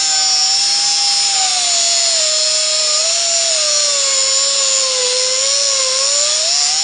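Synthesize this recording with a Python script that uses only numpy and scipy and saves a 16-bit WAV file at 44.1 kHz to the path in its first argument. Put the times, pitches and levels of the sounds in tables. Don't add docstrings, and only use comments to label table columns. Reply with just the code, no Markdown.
import sys
import numpy as np
from scipy import signal
from scipy.fft import rfft, irfft, next_fast_len
from scipy.io import wavfile
from scipy.ndimage import uniform_filter1d, map_coordinates

SR = 44100
rng = np.random.default_rng(int(sys.argv[2]) if len(sys.argv) > 2 else 0)


def store_pcm(level_fs):
    pcm = np.round(np.clip(level_fs, -1, 1) * 32767).astype(np.int16)
    wavfile.write(sys.argv[1], SR, np.atleast_2d(pcm).T)


N = 301203
TIME = np.arange(N) / SR

# time in seconds, turns per second.
SHAFT_SPEED = [(0.0, 157.5), (0.06, 156.8), (0.12, 154.1), (0.3, 152.7), (0.36, 150.9), (0.46, 152.4),
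               (0.62, 159.8), (0.68, 159.7), (0.84, 162.4), (1.16, 159.7), (1.26, 160.5), (1.38, 153.6),
               (1.44, 152.2), (1.5, 148.0), (1.56, 147.4), (1.62, 142.0), (1.68, 141.0), (1.74, 137.1),
               (1.86, 136.2), (1.9, 137.6), (1.96, 135.7), (2.02, 136.0), (2.12, 133.3), (2.22, 125.3),
               (2.28, 123.6), (2.54, 124.3), (2.74, 123.5), (2.8, 124.9), (2.88, 122.0), (2.94, 120.8),
               (2.96, 121.7), (3.08, 132.5), (3.18, 135.9), (3.32, 135.1), (3.48, 133.0), (3.52, 128.9),
               (3.64, 120.9), (3.74, 118.2), (3.82, 118.8), (3.98, 111.6), (4.18, 107.0), (4.36, 107.6),
               (4.44, 110.5), (4.56, 111.1), (4.66, 107.5), (4.78, 106.9), (5.08, 99.3), (5.16, 101.8),
               (5.28, 102.3), (5.38, 104.7), (5.44, 108.7), (5.52, 111.9), (5.64, 112.7), (5.86, 104.0),
               (5.92, 103.6), (6.1, 113.1), (6.16, 114.8), (6.42, 126.0), (6.54, 142.6), (6.6, 145.4),
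               (6.64, 144.8), (6.68, 146.6), (6.74, 153.2), (6.82, 159.1)]
# time in seconds, amount from 0 to 1.
RAGGEDNESS = [(0, 0.2), (0.55, 0.3), (0.85, 0.26), (1.2, 0.08), (1.6, 0.26), (2.5, 0.44), (3.5, 0.38),
              (4.7, 0.19), (5.1, .45), (5.55, 0.2), (5.68, .5), (5.82, .9), (6.05, 0.45), (6.4, .5),
              (6.55, 0.2), (6.83, 0.2)]
# middle in seconds, half length in seconds, scraping change in dB, motor strain in dB.
BRAID_CATCHES = [(0.248, 0.099, -2, 9), (0.406, 0.098, -2.5, -3), (0.64, 0.055, 1.5, -14),
                 (1.129, 0.24, 2, -4), (1.524, 0.17, 2.5, 6), (1.91, 0.35, 1.4, -4), (3.078, 0.12, 2, 3.5),
                 (3.586, 0.14, 2, -2), (5.1, 0.13, 0.5, 7), (5.32, 0.048, -3, 2), (5.964, 0.13, 0, 4.5),
                 (6.312, 0.076, 2, 0)]
# frequency in Hz, boost or cut in dB.
HISS_COLOUR = [(25, -24.5), (60, -18), (130, -13.5), (250, -13), (450, -4.5), (900, -7), (1750, -1),
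               (3000, -1), (4200, 3), (6100, 5.5), (7400, -4.5), (8050, 2), (9400, -18)]
# pitch in Hz, width in Hz, strength in dB.
EXHAUST_RESONANCES = [(1208, 73, 8.5), (1520, 90, 3.5), (2090, 240, 7.5), (3180, 210, 6.5)]
# multiple of the shaft speed, relative level in dB.
ROTOR_TONES = [(4, -23.5), (7, -32.5), (8, -27.5), (9, -35.5), (13, -29), (15, -25), (20, -22), (25, -27.5)]
# multiple of the shaft speed, level at top speed in dB.
SHAKE_TONES = [(1, -57), (2, -56.5)]
# time in seconds, level in dB.
WHINE_LOUDNESS = [(0.0, -31.5), (0.07, -34.5), (0.12, -29), (0.22, -28), (0.28, -30), (0.5, -30),
                  (0.57, -31.5), (0.76, -32), (1.07, -28), (1.2, -32), (1.27, -30.5), (1.39, -25),
                  (1.46, -24.5), (1.66, -29), (2.1, -29), (2.18, -26.5), (2.26, -28.5), (2.92, -29),
                  (3.05, -27), (3.2, -31), (3.29, -27.5), (3.95, -27.5), (4.15, -29.5), (4.72, -29.5),
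                  (4.88, -26), (5.14, -23.5), (5.3, -26.5), (5.76, -29), (5.87, -25.5), (6.1, -29.5),
                  (6.2, -26), (6.35, -32), (6.43, -26.5), (6.53, -34), (6.7, -31.5), (6.83, -33)]
# middle in seconds, half length in seconds, change in dB.
WHINE_DROPS = [(.165, 0.013, -5), (.385, .025, -3), (.59, 0.016, -7), (.68, 0.014, -5), (.965, .018, -8),
               (1.155, 0.0081, -5), (1.24, .012, -5), (1.345, 0.0091, -9), (1.5, 0.0093, -15),
               (1.59, .01, -3), (1.66, 0.0087, -7.5), (1.73, .012, -5), (2.0, .012, -8), (2.98, .012, -6),
               (3.63, .01, -3), (6.75, 0.0075, -4)]
# middle in seconds, half length in seconds, level in dB.
CHATTER_SPELLS = [(0.253, 0.086, -18.5), (0.452, 0.16, -22.5), (1.096, 0.24, -28), (2.498, 0.48, -32),
                  (6.602, 0.13, -23)]
# middle in seconds, half length in seconds, rough pitch in Hz, level in dB.
RING_OUTS = [(0.06, 0.16, 6370, -27), (0.254, 0.08, 4740, -27), (0.732, 0.06, 4350, -23),
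             (0.88, 0.18, 6310, -28.5), (1.88, .25, 3410, -30), (1.9, 0.27, 4370, -25),
             (2.534, 0.34, 3355, -35), (2.55, 0.27, 4350, -26), (3.25, 0.22, 5800, -28),
             (3.58, 0.07, 4150, -28), (3.8, .14, 4260, -31.5), (4.17, 0.19, 3330, -34),
             (5.048, 0.17, 3400, -34), (5.14, 0.15, 4120, -29), (5.6, .14, 5950, -28),
             (6.32, 0.078, 3440, -29), (6.602, 0.19, 4770, -30), (6.61, 0.12, 5950, -24)]
# time in seconds, relative level in dB.
TOP_SQUEAL_LOUDNESS = [(0.0, -22), (0.05, -18.5), (0.3, -24), (0.63, -22.5), (0.7, -31), (0.84, -23.5),
                       (1.12, -25), (1.41, -20), (1.52, -28.5), (1.73, -19), (2.91, -22), (3.23, -21),
                       (3.37, -17.5), (3.67, -25), (3.8, -18.5), (3.9, -21.5), (4.19, -17), (4.57, -19),
                       (4.75, -15.5), (4.87, -26.5), (5.08, -21), (5.12, -28), (5.44, -19), (5.48, -22.5),
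                       (5.86, -21.5), (5.91, -24.5), (6.2, -17.5), (6.39, -24), (6.66, -19), (6.7, -26),
                       (6.73, -22), (6.83, -24)]
# time in seconds, relative level in dB, centre pitch in Hz.
MIDDLE_SQUEAL_PATH = [(0.0, -18, 5330), (0.09, -19, 5360), (0.38, -16, 5434), (0.66, -15, 5340),
                      (0.76, -18.5, 5420), (0.84, -17, 5280), (1.18, -17.5, 5250), (1.61, -22, 5417),
                      (2.45, -18.5, 5283), (2.66, -20, 5310), (2.95, -17.5, 5310), (3.04, -19, 5460),
                      (3.25, -21, 5520), (3.54, -21, 5320), (3.76, -17, 5570), (4.03, -21, 5310),
                      (4.57, -18.5, 5390), (4.64, -21, 5420), (4.87, -20.5, 5400), (5.12, -23.5, 5420),
                      (5.21, -17.5, 5380), (5.38, -20, 5480), (5.55, -17.5, 5470), (5.91, -20, 5480),
                      (6.05, -17, 5440), (6.14, -19, 5420), (6.43, -20, 5420), (6.58, -19, 5400),
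                      (6.66, -22.5, 5360), (6.77, -17, 5440), (6.83, -19.5, 5370)]
# time in seconds, share of its power from 0 to 1.
CHIRP_SHARE = [(0, .2), (1.2, .05), (1.4, .65), (2.1, .45), (2.3, .15), (2.75, .2), (3.1, .7), (3.7, .7),
               (3.9, .95), (4.1, .9), (4.25, .3), (4.45, .95), (6.4, .9), (6.6, .5), (6.83, .5)]
# pitch in Hz, width in Hz, relative strength in dB.
WHEEL_RESONANCES = [(2223, 62, -6.5), (2774, 410, -2.5), (3390, 450, -5.5), (4180, 870, -5),
                    (4760, 280, -2), (6670, 180, 3), (8630, 280, 0.5), (9050, 88, -2)]
# frequency in Hz, boost or cut in dB.
SCRAPE_COLOUR = [(100, -24.5), (500, -23.5), (1200, -7), (1750, -13.5), (2600, -13), (4000, 1.5),
                 (5600, -3), (6100, -3.5), (7100, 1.5), (7550, -5.5), (8050, -9.5), (9400, -22.5)]

VANES = 5


def undb(db):
    return 10 ** (np.asarray(db) / 20)


def curves(table):
    times, *columns = np.transpose(table)
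    return [np.interp(TIME, times, column) for column in columns]


def bell(middle_s, half_s):
    return np.exp(-((TIME - middle_s) / half_s) ** 2)


def unit(x):
    return x / np.std(x)


def even(x):
    return x / np.sqrt(uniform_filter1d(x ** 2, size=2600) + 1e-12)


def drift(rate):
    coarse = TIME[::16]
    values = map_coordinates(rng.standard_normal(4096), [coarse * rate], order=2, mode="wrap")
    return np.interp(TIME, coarse, unit(values))


def colour(x, points):
    hz, db = np.transpose(points)
    size = next_fast_len(N)
    bins_hz = np.maximum(np.fft.rfftfreq(size, 1 / SR), 1)
    gain = undb(np.interp(np.log(bins_hz), np.log(hz), db))
    return irfft(rfft(x, size) * gain, size)[:N]


def ring(x, hz, width):
    return signal.lfilter(*signal.iirpeak(hz, hz / width, fs=SR), x)


def shaft_tones(turns, table, waver_db):
    tones = np.zeros(N)
    for multiple, db in table:
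        level = undb(db + waver_db * drift(5))
        tones += level * np.sin(2 * np.pi * (multiple * turns + rng.random()))
    return np.sqrt(2) * tones


def catches(lead_s):
    return sum(np.outer(changes_db, bell(s - lead_s, half_s)) for s, half_s, *changes_db in BRAID_CATCHES)


def rim_grit(turns, life_turns, fresh, grains=256):
    keep = np.exp(-1 / life_turns)
    grit = rng.standard_normal((1100, grains))
    worn, _ = signal.lfilter([np.sqrt(1 - keep ** 2)], [1, -keep], grit, axis=0, zi=keep * grit[-1:])
    track = map_coordinates(worn.ravel(), [turns * grains], order=3, mode="wrap")
    return unit(track) + fresh * rng.standard_normal(N)


def high_spot(turns, depth_db, wander):
    return undb(depth_db * np.cos(2 * np.pi * (turns + wander * drift(2.53))))


def room_echo(sound, fade_s=0.09):
    delay_s = TIME[:SR // 2]
    tail = rng.standard_normal(len(delay_s)) * undb(-60 * delay_s / fade_s) * (delay_s > 0.004)
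    return undb(-13.5) * signal.fftconvolve(sound, tail / np.linalg.norm(tail))[:N]


def exhaust_hiss(turns):
    puffs = undb(1.8 * np.cos(2 * np.pi * VANES * turns) + 0.5 * drift(9.9))
    return undb(-27.5) * unit(colour(rng.standard_normal(N) * puffs, HISS_COLOUR))


def vane_whine(vane_tone, speed_hz, strain_db):
    (whine_db,) = curves(WHINE_LOUDNESS)
    dips_db = sum(db * bell(s, half_s) for s, half_s, db in WHINE_DROPS)
    tremble_db = 0.97 * unit(ring(ring(rng.standard_normal(N), hz=16, width=31), hz=16, width=31))
    slide_hz_per_s = np.abs(uniform_filter1d(np.gradient(speed_hz) * SR, size=6000))
    depth = 0.071 + 0.1 * np.tanh(slide_hz_per_s / 55) + 0.0049 * strain_db
    flutter = 1 + depth * (drift(36) + 1j * drift(40))
    return np.sqrt(2) * undb(whine_db + dips_db + tremble_db) * (flutter * vane_tone).imag


def motor(turns, speed_hz):
    _, strain_db = catches(lead_s=0.082)
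    vane_tone = np.exp(2j * np.pi * VANES * turns)
    whine = vane_whine(vane_tone, speed_hz, strain_db)
    octave_db = -52.5 + 0.94 * strain_db + drift(25)
    flutter = 1 + 0.27 * (drift(70) + 1j * drift(70))
    octave = np.sqrt(2) * undb(octave_db) * (flutter * vane_tone ** 2).imag
    housing = undb(12.7) * ring(octave, hz=1068, width=79)
    rotor = shaft_tones(turns, ROTOR_TONES, waver_db=1.5) * undb(-28.5 + 0.42 * strain_db + 3.2 * drift(60))
    tones = octave + housing + rotor
    passage = sum(undb(db) * ring(tones, hz, width) for hz, width, db in EXHAUST_RESONANCES)
    shake = shaft_tones(turns, SHAKE_TONES, waver_db=0.5) * (speed_hz / speed_hz.max()) ** 2
    return whine + tones + passage + shake


def chatter(turns, speed_hz, ping_hz=5210, half_s=0.00043, lead_turns=0.0986):
    from_slap_s = ((turns + lead_turns + 0.5) % 1 - 0.5) / speed_hz
    slaps = np.exp(-(from_slap_s / half_s) ** 2) * np.cos(2 * np.pi * ping_hz * from_slap_s)
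    spells = sum(undb(db) * bell(s, spell_half_s) for s, spell_half_s, db in CHATTER_SPELLS)
    return unit(slaps * undb(0.88 * drift(90))) * spells


def ring_outs(turns, speed_hz):
    ringing = np.zeros(N)
    for s, half_s, hz, db in RING_OUTS:
        multiple = np.round(hz / np.interp(s, TIME, speed_hz))
        tremble = 1 + 0.17 * (drift(90) + 1j * drift(90))
        tone = tremble * np.exp(2j * np.pi * (multiple * turns + rng.random()))
        ringing += unit(tone.imag) * undb(db) * bell(s, half_s)
    pulse = high_spot(turns, depth_db=4, wander=0.1)
    return ringing * pulse / np.sqrt(np.mean(pulse ** 2))


def squeal(force, hz, width, grip):
    tone = np.exp(2j * np.pi * np.cumsum(hz * np.ones(N)) / SR)
    keep = np.exp(-np.pi * width / SR)
    swing = signal.lfilter([1], [1, -2 * keep, keep ** 2], force / tone)
    power = np.abs(swing) ** 2
    slipping = np.sqrt(1 + grip * power / uniform_filter1d(power, size=2600))
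    return even((swing * tone).real / slipping)


def scream(turns, speed_hz, hz, ragged):
    bend_hz = (232 + 970 * ragged) * (1 + 0.1 * drift(3.1))
    part = turns % 1
    cycles = (hz + bend_hz * (part - 1) / 2) * part / speed_hz + 0.082 * ragged * drift(220)
    swell = np.sqrt(np.abs(np.sin(np.pi * part)))
    return unit(swell * np.sin(2 * np.pi * cycles))


def chirps(turns, speed_hz, hz, ragged, half_s=0.0018, rise_hz_per_s=220000):
    turn = np.round(turns)
    level_db, shift, slip = rng.standard_normal((1100, 3))[turn.astype(int) % 1100].T
    age_s = (turns - turn) / speed_hz
    late_s = 0.00045 * ragged * shift
    swell = np.cos(np.pi * (turns - turn)) / (1 + ((age_s - late_s) / half_s) ** 2)
    cycles = hz * age_s + rise_hz_per_s * age_s ** 2 / 2 + 0.25 * np.abs(ragged) ** 1.5 * slip
    return unit(undb(level_db) * swell * np.sin(2 * np.pi * cycles))


def middle_squeal(turns, speed_hz, hz, ragged):
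    (share,) = curves(CHIRP_SHARE)
    buzz = scream(turns, speed_hz, hz, ragged)
    strong = chirps(turns, speed_hz, hz, ragged)
    weak = undb(-6.5) * chirps(turns - 0.48, speed_hz, hz, ragged)
    return even(np.sqrt(1 - share) * buzz + np.sqrt(share) * unit(strong + weak))


def scraping(turns, ragged):
    grit = rim_grit(turns, life_turns=28.4, fresh=0.67 + ragged)
    force = grit * high_spot(turns, depth_db=1, wander=0.12) * undb(0.56 * drift(400))
    ringing = sum(undb(db) * ring(force, hz, width) for hz, width, db in WHEEL_RESONANCES)
    return even(unit(colour(force, SCRAPE_COLOUR)) + undb(-0.5) * unit(ringing))


def cutting_wheel(turns, speed_hz):
    (ragged,), (top_db,) = curves(RAGGEDNESS), curves(TOP_SQUEAL_LOUDNESS)
    middle_db, middle_hz = curves(MIDDLE_SQUEAL_PATH)
    load = 1 - speed_hz / speed_hz.max()
    rubbing = rim_grit(turns, life_turns=43, fresh=ragged)
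    pulsing = rim_grit(turns, life_turns=150, fresh=ragged) * high_spot(turns, depth_db=7, wander=0.071)
    catch_db, _ = catches(lead_s=0)
    tearing = ragged + 0.13 * catch_db
    skip_db = 0.25 * (middle_db - middle_db.mean())
    scrape_db = -22 + 2.5 * (load - load.mean()) + catch_db - skip_db + 0.29 * drift(12)
    low_db = -28 - 0.2 * np.abs(speed_hz - 123.3) + drift(8)
    scrape = scraping(turns, tearing) * undb(scrape_db)
    bursts = ring_outs(turns, speed_hz) + chatter(turns, speed_hz)
    low = squeal(rubbing, hz=4310 + 25 * drift(2.98), width=210, grip=0.1) * undb(low_db)
    middle = middle_squeal(turns, speed_hz, middle_hz, tearing) * undb(middle_db - 0.82 + 0.14 * drift(15))
    upper = squeal(rubbing, hz=5800, width=61, grip=0.3) * undb(-30 - 25 * load)
    top = squeal(pulsing, hz=7085, width=270, grip=0.76) * undb(top_db - 0.53 + 0.5 * drift(14))
    return scrape + bursts + low + middle + upper + top


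def scene():
    (speed_hz,) = curves(SHAFT_SPEED)
    turns = np.cumsum(speed_hz * (1 + 0.0012 * drift(18))) / SR
    wheel = cutting_wheel(turns, speed_hz)
    mono = wheel + room_echo(wheel) + motor(turns, speed_hz) + exhaust_hiss(turns)
    return np.array([mono, mono])


def record(dry):
    hollow = dry - 0.39 * ring(dry, hz=1920, width=64)
    rounded = np.tanh(0.74 * hollow) / 0.67
    treble_cut = signal.ellip(10, 0.1, 60, 9750, fs=SR, output="sos")
    return signal.sosfiltfilt(treble_cut, rounded)


dry = scene()
out = record(dry)
store_pcm(out)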